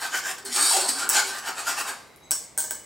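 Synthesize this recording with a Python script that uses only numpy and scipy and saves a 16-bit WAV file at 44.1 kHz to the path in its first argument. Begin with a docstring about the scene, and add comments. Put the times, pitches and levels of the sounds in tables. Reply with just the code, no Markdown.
"""Over the hum of a hob, a wire whisk stirs thick sauce in a small saucepan. Light strokes come first,
then a hard scrape round the wall with the sauce glugging, then quick strokes, with the odd knock on the
rim. Each stroke is a run of tiny slips that ring the pan and the wires. The whisk lifts out, singing
faintly, and taps the rim three times. The kitchen adds a short tail throughout."""
import sys
import numpy as np
from scipy import signal
from scipy.fft import rfft, irfft
from scipy.io import wavfile
from scipy.ndimage import map_coordinates

SR = 44100
rng = np.random.default_rng(int(sys.argv[2]) if len(sys.argv) > 2 else 0)


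def master_out(mix):
    """Clip the mix to full scale and print it as 16-bit PCM to the path in sys.argv[1]."""
    frames = np.transpose(np.atleast_2d(mix))
    ceiling = np.clip(frames, -1, 1)
    pcm = np.round(ceiling * 32767).astype(np.int16)
    wavfile.write(sys.argv[1], SR, pcm)


N = 125685
T = np.arange(N) / SR

# bed of hob fan and room tone: f/Hz, level/dB
FAN_EQ = [(20, -21), (45, -15), (70, -2.5), (140, -5), (210, -3), (400, -3), (680, -4), (1000, -7),
          (1300, -9.5), (1750, -15), (2100, -4), (2600, -16.5), (4200, -17), (8000, -22), (11000, -24.5),
          (15500, -30)]
# light strokes: peak t/s, rise/s, fall/s, pan level/dB, rasp level/dB, wire level/dB
LIGHT_STROKES = [(.052, 0.11, 0.024, -29.5, -36.5, -39), (0.152, 0.015, 0.0066, -20.5, -35, -42),
                 (0.173, 0.042, 0.023, -45, -30, -33.5), (.258, 0.019, 0.031, -30, -31, -45),
                 (0.304, 0.02, 0.015, -31, -30, -37), (0.385, 0.0058, 0.0041, -38.5, -39, -38),
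                 (1.352, .035, 0.028, -33, -39, -42), (1.39, 0.011, 0.0029, -32.5, -34, -35.5),
                 (1.49, 0.038, 0.017, -27.5, -33.5, -40.5), (1.596, 0.027, 0.019, -29, -37, -34.5),
                 (1.693, 0.034, 0.031, -28.5, -28, -39), (1.795, 0.023, 0.018, -25, -29, -32),
                 (1.887, 0.027, 0.023, -28, -35.5, -36), (1.96, .03, 0.1, -51, -55.5, -60)]
# hard scrape round the wall: t/s, pan level/dB, rasp level/dB, wire level/dB
WALL_SCRAPE = [(0.446, -78, -64, -53), (0.457, -41.5, -41, -33), (0.494, -35.5, -41, -42),
               (0.518, -51, -35, -37), (.546, -37, -30.5, -29), (.551, -33, -27, -23),
               (.59, -23, -28.5, -24), (0.628, -31, -30, -19.5), (0.684, -31.5, -32, -21),
               (.72, -31, -27.5, -22.5), (0.788, -33, -24.5, -25), (.846, -33, -51, -31),
               (0.87, -58, -35, -38), (0.891, -31, -28, -17.5), (0.916, -38, -43, -36.5),
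               (0.999, -30.5, -38, -30.5), (1.04, -31, -35, -38), (1.083, -39, -59, -48),
               (1.122, -23.5, -29, -30), (1.146, -21, -22.5, -22.5), (1.17, -26.5, -21.5, -31.5),
               (1.199, -23, -24, -29), (1.214, -74, -42, -50), (1.275, -36, -32, -36.5),
               (1.34, -39, -48, -50)]
# pan body, dry rasp and bright wires under the slips: f/Hz, level/dB
PAN_EQ = [(100, -65), (230, -12), (310, -15), (380, -7.5), (470, -9.5), (620, -8), (770, -2), (900, -2),
          (1030, -1), (1200, 4), (1400, 2), (1560, 1), (1750, 3), (2050, -7), (2700, -3.5), (5000, -19),
          (16000, -88.5)]
RASP_EQ = [(300, -29), (1200, -15.5), (2000, -1), (2800, 1.5), (4400, -3.5), (5200, -1.5), (6200, -3.5),
           (7200, 3.5), (9000, -8.5), (10500, -11.5), (13000, -13.5), (15800, -24.5)]
WIRE_EQ = [(1000, -50), (4700, -1.5), (5100, -16), (5300, -10), (5560, -4.5), (5900, -15.5), (6800, -10.5),
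           (7500, -5.5), (8000, 3), (8400, -3.5), (9100, -2), (9900, -10.5), (12000, -20), (15800, -20.5)]
# the pan's hollow ring, moving with where the wires touch: t/s, f/Hz, level/dB on the pan envelope
HOLLOW_PATH = [(.05, 1530, -8.5), (.156, 1518, 2.5), (.25, 1550, 1), (.31, 1770, -5), (.39, 1500, -2),
               (.5, 1490, -18), (.6, 1200, -11.5), (.7, 1240, -49), (.81, 1580, -9), (.98, 1046, -22),
               (1.045, 1510, -6), (1.1, 1530, -21), (1.19, 1500, 1.5), (1.35, 1554, -6.5),
               (1.49, 1330, -14), (1.6, 1270, -18), (1.7, 1450, -5.5), (1.8, 1320, -29), (1.9, 1560, -9.5)]
# the wires' ring, moving as they bend: t/s, f/Hz
BEND_PATH = [(.45, 8500), (.6, 8460), (.68, 8500), (.78, 7900), (.89, 8230), (1.0, 7800), (1.15, 7960),
             (1.6, 7700), (1.8, 8530)]
# ringing modes of whisk and pan: f/Hz, level/dB, t60/s
WHISK_PARTIALS = [(2980, -15, 0.4), (3530, -16, 0.29), (4350, -14, 0.38), (5100, -20, 0.54),
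                  (5600, -17.5, 0.29), (6680, -15, 0.32), (6960, -21, .18), (7950, -4, .22),
                  (7930, -6, 0.3), (7980, -17.5, 0.065), (8240, -19, .18), (8775, 1, 0.087),
                  (9100, -25, .12), (10900, -30, 0.11)]
PAN_PARTIALS = [(377, -6.5, 0.053), (638, 10, 0.054), (930, 2.5, 0.16), (1237, -2, 0.14), (1584, 15, 0.079),
                (1730, 9, 0.09), (2168, 9, 0.03)]
# sauce spitting off the wires: f/Hz, level/dB
FIZZ_EQ = [(2000, -43), (7000, -7), (9500, -4), (11500, -3), (14000, 1), (15800, -2)]
# early reflections off worktop and walls: t/s, gain
REFLECTIONS = [(.0013, 0.19), (.0026, 0.15), (.0049, .26), (.0077, 0.13), (0.0138, 0.11), (0.0207, 0.17)]
# decay of the kitchen's tail: f/Hz, t60/s
TAIL_DECAY = [(200, 0.72), (700, 0.53), (1700, 0.34), (4600, 0.41), (8000, 0.28), (14000, 0.3)]
# side signal of the tail: f/Hz, level/dB
TAIL_SIDE_EQ = [(200, 0), (1000, -.5), (2500, .5), (4500, -4), (8000, 2), (12000, 1.5)]
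# gulps of sauce: t/s, length/s, f/Hz, level/dB, bandwidth as a share of f
GULPS = [(0.441, 0.064, 411, -42.5, 0.034), (0.455, 0.11, 258.4, -44.5, 0.063),
         (0.553, .045, 367, -45, 0.064), (0.591, 0.06, 289, -43, 0.064), (.63, .07, 316, -60, .2),
         (.709, .013, 906, -23.5, 0.092), (0.73, 0.092, 771, -28, 0.25), (.745, 0.088, 577, -37, 0.21),
         (0.738, 0.0933, 388, -39, 0.16), (.815, 0.035, 389, -37.5, 0.051), (0.818, .1, 780, -36.5, 0.75),
         (0.882, .045, 265, -39, 0.14), (0.948, 0.055, 269, -44.5, 0.052), (1.002, 0.15, 342, -46.5, 0.74),
         (1.135, 0.11, 840, -32, .12), (1.122, 0.11, 392, -52, .15), (1.227, 0.08, 380, -45.5, .04)]
# rim hits and their rebounds: t/s, level/dB, ping f/Hz, pan trim/dB, struck wire f/Hz
RIM_HITS = [(.4514, -17.5, 8870, 5, 5100), (1.0916, 2, 8000, -5, 5570), (1.0981, -0.5, 7770, -19, 5570),
            (1.812, -16, 8550, -4, 5570), (2.3090, 0.5, 7830, -17, 5570), (2.3162, 0, 8000, 0, 5570),
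            (2.577, -2.5, 8300, 4.5, 6690), (2.5848, -1.5, 8860, -4, 6690), (2.604, -4, 8200, -24, 6690),
            (2.64, -9, 7980, 6, 6690), (2.709, -4.5, 7870, 5, 7950)]
# a hit's attack, and its shimmer of many close wire modes: f/Hz, level/dB
CLICK_EQ = [(100, -43), (350, -6), (900, 0.5), (2500, -5.5), (5000, -4), (7000, 5), (9500, 8.5), (11500, 1),
            (15800, 8)]
SHIMMER_EQ = [(1000, -58), (6500, -9), (7500, -7), (7950, 2.5), (8400, -7), (9100, -9), (10000, -30),
              (15800, -44)]
# wires singing as they leave the sauce: t/s, length/s, f/Hz, level/dB
WIRE_TONES = [(2.0, 0.43, 3910, -66), (2.219, 0.042, 3880, -52), (2.232, .07, 6400, -50),
              (2.234, 0.068, 7900, -57), (2.259, .06, 3900, -59)]
# tick on the way out: f/Hz, level/dB
TICK_EQ = [(3000, -25), (8000, -5), (11000, 4), (15000, -9)]

FAN_DB, FAN_WIDTH, HUM_HZ, HUM_DB = -54.5, 0.45, 145.5, -67
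SLIPS_PER_S, SLIP_SPREAD_DB, GRIT_PER_S, GRIT_SPREAD_DB, GRIT_SHARE = 420, 2.5, 3000, 3, 0.46
FLUTTER_DB, FLUTTER_S = 2, 0.012
PAN_DB, RASP_DB, WIRES_DB, SING_ALONG_DB, BEND_DB = -1, 1, 0.5, -13, -10.5
FIZZ_DB, FIZZ_PER_S, FIZZ_SPAN = -7, 1700, 0.74
SHIFT_DB, SHIFT_WIDTH_HZ, SHIFT_LIFE_S = 3, 229.6, 0.05913
TAIL_DB, TAIL_WIDTH, TAIL_ATTACK_S = -1, 0.33, 0.0024
CLICK_DB, PING_DB, STRUCK_WIRE_DB, WHISK_DB, SHIMMER_DB, KNOCK_DB = 6, 3.5, -8.5, -4.5, 0.5, -9
CONTACT_S, PING_T60, WIRE_T60, SHIMMER_T60 = 0.00097, 0.022, 0.17, 0.41
DETUNE, UNEVEN_DB = 0.0049, 3  # scatter of the whisk's partials from hit to hit
TICK_S, TICK_DB = 2.1615, -25.5


def amp(db):
    """Decibels to gain."""
    return 10 ** (np.asarray(db) / 20)


def unit_rms(x):
    """Scales to rms 1."""
    return x / np.sqrt(np.mean(abs(x) ** 2) + 1e-20)


def unit_energy(x):
    """Scales to energy 1."""
    return x / np.sqrt(np.sum(x ** 2) + 1e-20)


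def at_hz(points, hz):
    """Reads a table on a log-frequency axis."""
    f, value = np.transpose(points)
    return np.interp(np.log(hz + 1), np.log(f + 1), value)


def automation(points, column, **ends):
    """One column of a timed table as a control curve at every sample."""
    curve = np.array(points)
    return np.interp(T, curve[:, 0], curve[:, column], **ends)


def add(mix, start_s, sound):
    """Drops a sound into the mix."""
    part = mix[round(start_s * SR):][:len(sound)]
    part += sound[:len(part)]


def colour(eq, size=4096):
    """Minimum-phase impulse response of an EQ curve, energy 1."""
    log_gain = np.log(amp(at_hz(eq, abs(np.fft.fftfreq(size, 1 / SR)))))
    spectrum = np.exp(np.conj(signal.hilbert(log_gain)))
    return unit_energy(np.fft.ifft(spectrum).real[:size // 2])


def ring(partials):
    """Struck metal as dying sines, energy 1."""
    t = T[:SR // 2]
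    sines = (amp(db - 60 * t / t60) * np.sin(2 * np.pi * hz * t) for hz, db, t60 in partials)
    return unit_energy(sum(sines))


def excite(drive, response):
    """Plays a signal through an impulse response, keeping its length."""
    return signal.oaconvolve(drive, response)[:len(drive)]


def resonate(x, hz, width_hz):
    """A steep resonance that follows the curve hz, rms 1."""
    carrier = np.exp(2j * np.pi * np.cumsum(hz) / SR)
    r = np.exp(-np.pi * width_hz / SR)
    return unit_rms((carrier * signal.lfilter([1], [1, -2 * r, r * r], x / carrier)).real)


def hob():
    """The bed: steady fan noise and a low, slightly unsteady hum."""
    shape = amp(at_hz(FAN_EQ, np.fft.rfftfreq(N, 1 / SR)))
    mid, side = unit_rms(irfft(rfft(rng.standard_normal((2, N))) * shape, N))
    jittered_hz = HUM_HZ + 300 * rng.standard_normal(N)
    hum = amp(HUM_DB) * np.sin(2 * np.pi * np.cumsum(jittered_hz) / SR)
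    return amp(FAN_DB) * np.array([mid + FAN_WIDTH * side, mid - FAN_WIDTH * side]) + hum


def slips(per_s, spread_db):
    """Stick and slip: unevenly spaced clicks of uneven size, rms 1."""
    gaps, strength, sign = rng.random((3, N // 4))
    at = (np.cumsum(0.2 + 1.6 * gaps) * SR / per_s).astype(int)
    level_db = spread_db * np.minimum(-np.log(1 - strength), 2.4)  # capped so no slip sticks out
    clicks = amp(level_db) * np.sign(sign - 0.5)
    return unit_rms(np.bincount(at[at < N], clicks[at < N], N))


def from_peak(peak, rise, fall):
    """Distance from a stroke's peak, counted in rise or fall times."""
    return np.maximum((peak - T) / rise, (T - peak) / fall)


def pressure(layer):
    """Contact envelope of layer 0 (pan), 1 (rasp) or 2 (wires): the scrape plus a swell per stroke."""
    power = amp(automation(WALL_SCRAPE, 1 + layer, left=-120, right=-120)) ** 2
    for peak, rise, fall, *levels in LIGHT_STROKES:
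        power += amp(levels[layer]) ** 2 * np.exp(-1.4 * from_peak(peak, rise, fall) ** 1.82)
    return np.sqrt(power)


def stirring():
    """Wires stick and slip on the pan; the slips and finer grit ring the pan, rasp, and ring the wires."""
    coarse = np.sqrt(1 - GRIT_SHARE) * slips(SLIPS_PER_S, SLIP_SPREAD_DB)
    textures = []
    for steps in rng.standard_normal((3, 2000)):
        flutter = amp(FLUTTER_DB * np.interp(T / FLUTTER_S, np.arange(len(steps)), steps))
        grit = np.sqrt(GRIT_SHARE) * slips(GRIT_PER_S, GRIT_SPREAD_DB)
        textures.append(unit_rms(flutter * (coarse + grit)))
    pan_slips, rasp_slips, wire_slips = textures
    pan_env, rasp_env, wire_env = [pressure(layer) for layer in range(3)]
    body = amp(PAN_DB) * excite(pan_slips * pan_env, colour(PAN_EQ))
    rasp = amp(RASP_DB) * excite(rasp_slips * rasp_env, colour(RASP_EQ))
    wires = amp(WIRES_DB) * excite(wire_slips * wire_env, colour(WIRE_EQ))
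    sing_along = amp(SING_ALONG_DB) * excite(wire_slips * wire_env, ring(WHISK_PARTIALS))
    hollow_env = amp(automation(HOLLOW_PATH, 2)) * pan_env
    hollow = hollow_env * resonate(pan_slips, automation(HOLLOW_PATH, 1), width_hz=210)
    bend = amp(BEND_DB) * wire_env * resonate(wire_slips, automation(BEND_PATH, 1), width_hz=610)
    return body + rasp + wires + sing_along + hollow + bend


def fizz():
    """Sauce spits off the wires: fine wet crackle at the fastest part of each light stroke."""
    swell = sum(amp(rasp_db) * np.exp(-1.4 * (from_peak(peak, rise, fall) / FIZZ_SPAN) ** 2)
                for peak, rise, fall, _, rasp_db, _ in LIGHT_STROKES)
    return amp(FIZZ_DB) * excite(swell * slips(FIZZ_PER_S, GRIT_SPREAD_DB), colour(FIZZ_EQ))


def shifting_contact(x):
    """Narrow resonances come and go as the contact passes from wire to wire."""
    hz, t, spectra = signal.stft(x, SR, nperseg=512, noverlap=384)
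    grid = np.meshgrid(hz / SHIFT_WIDTH_HZ, t / SHIFT_LIFE_S, indexing="ij")
    ripple = map_coordinates(rng.standard_normal((300, 200)), grid, order=3, mode="wrap")
    depth_db = SHIFT_DB * np.clip(hz / 2500, 0, 1)[:, None]  # gentler in the lows
    gain = unit_rms(amp(depth_db * ripple))
    return signal.istft(spectra * gain, SR, nperseg=512, noverlap=384)[1][:N]


def kitchen(x):
    """Early reflections in the centre and a short diffuse tail that spreads in stereo."""
    size = SR // 2
    sparse_noise = rng.standard_normal((2, size)) * (rng.random((2, size)) < 4000 / SR)
    hz, t, spectra = signal.stft(sparse_noise, SR, nperseg=256)
    decay = amp(-60 * t / at_hz(TAIL_DECAY, hz)[:, None])
    tails = signal.istft(spectra * decay, SR, nperseg=256)[1][:, :size]
    fade_in = np.minimum(T[:size] / TAIL_ATTACK_S, 1)
    mid, side = [amp(TAIL_DB) * unit_energy(tail * fade_in) for tail in tails]
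    side_gain = amp(at_hz(TAIL_SIDE_EQ, np.fft.rfftfreq(N, 1 / SR)))
    side = irfft(rfft(side, N) * side_gain, N)[:size]
    mid[0] += 1  # direct sound
    for delay, gain in REFLECTIONS:
        add(mid, delay, np.array([gain]))
    return np.array([excite(x, unit_energy(mid + way * TAIL_WIDTH * side)) for way in (1, -1)])


def sauce_glugs(glide=0.067):
    """Pockets of air open behind the whisk and ring with a wobbling, slightly rising pitch."""
    out = np.zeros(N)
    for start, length, hz, db, width in GULPS:
        progress = np.arange(0, 1, 1 / (length * SR))
        r = np.exp(-np.pi * width * hz / SR)
        real, imag = signal.lfilter([1], [1, -2 * r, r * r], rng.standard_normal((2, SR // 2)))
        wobble = (real + 1j * imag)[-len(progress):]
        wobble /= np.sqrt(abs(wobble))  # 2:1 compression
        cycles = np.cumsum(hz * (1 + glide * (progress - 0.5))) / SR
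        tone = unit_rms((wobble * np.exp(2j * np.pi * cycles)).real)
        add(out, start, amp(db) * tone * np.sin(np.pi * progress ** 0.71))
    return out


def rim_taps():
    """Whisk on rim: a click and a short bright ping, then the wires shimmer and the damped pan rings on."""
    out, t = np.zeros(N), T[:SR // 2]
    for start, db, ping_hz, pan_db, wire_hz in RIM_HITS:
        scatter = rng.standard_normal((len(WHISK_PARTIALS), 2))
        partials = [(hz * (1 + DETUNE * sharper), level + UNEVEN_DB * louder, t60)
                    for (hz, level, t60), (louder, sharper) in zip(WHISK_PARTIALS, scatter)]
        wash = rng.standard_normal(len(t)) * amp(-60 * t / SHIMMER_T60)
        shimmer = amp(SHIMMER_DB) * unit_energy(excite(wash, colour(SHIMMER_EQ)))
        burst = rng.standard_normal(300) * np.exp(-t[:300] / CONTACT_S)
        click = amp(CLICK_DB) * unit_energy(np.convolve(burst, colour(CLICK_EQ)))
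        ping = amp(PING_DB) * ring([(ping_hz, 0, PING_T60)])
        wire = amp(STRUCK_WIRE_DB) * ring([(wire_hz, 0, WIRE_T60)])
        whisk = amp(WHISK_DB) * ring(partials)
        knock = amp(KNOCK_DB + pan_db) * ring(PAN_PARTIALS)
        add(out, start, amp(db) * click)
        add(out, start, amp(db) * (ping + wire + whisk + shimmer + knock))
    return out


def lift_out():
    """The wires sing faintly as they leave the sauce, with one tiny tick."""
    out = np.zeros(N)
    add(out, TICK_S, amp(TICK_DB) * colour(TICK_EQ))
    for start, length, hz, db in WIRE_TONES:
        t = np.arange(0, length, 1 / SR)
        swell = np.sin(np.pi * np.sqrt(t / length))
        add(out, start, amp(db) * swell * np.sin(2 * np.pi * hz * t))
    return out


def scene():
    """Whisk, pan and sauce in the kitchen, a touch to the left, over the hob."""
    glugs = sauce_glugs()
    whisk = shifting_contact(stirring() + fizz()) + rim_taps() + lift_out()
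    saucepan = kitchen(whisk + 0.62 * glugs) + 0.53 * glugs  # part of the glugging stays dry
    # a low cut keeps low thuds out of the whisk and glugs
    low_cut = signal.butter(3, 208, "high", fs=SR, output="sos")
    balance = amp([[0.1], [-0.1]])
    return signal.sosfilt(low_cut, saucepan) * balance + hob()


def record(dry):
    """A steep high cut takes off the very top."""
    high_cut = signal.firwin(511, 15900, window=("kaiser", 9), fs=SR)
    return signal.oaconvolve(dry, high_cut[None], "same")


dry = scene()
out = record(dry)
master_out(out)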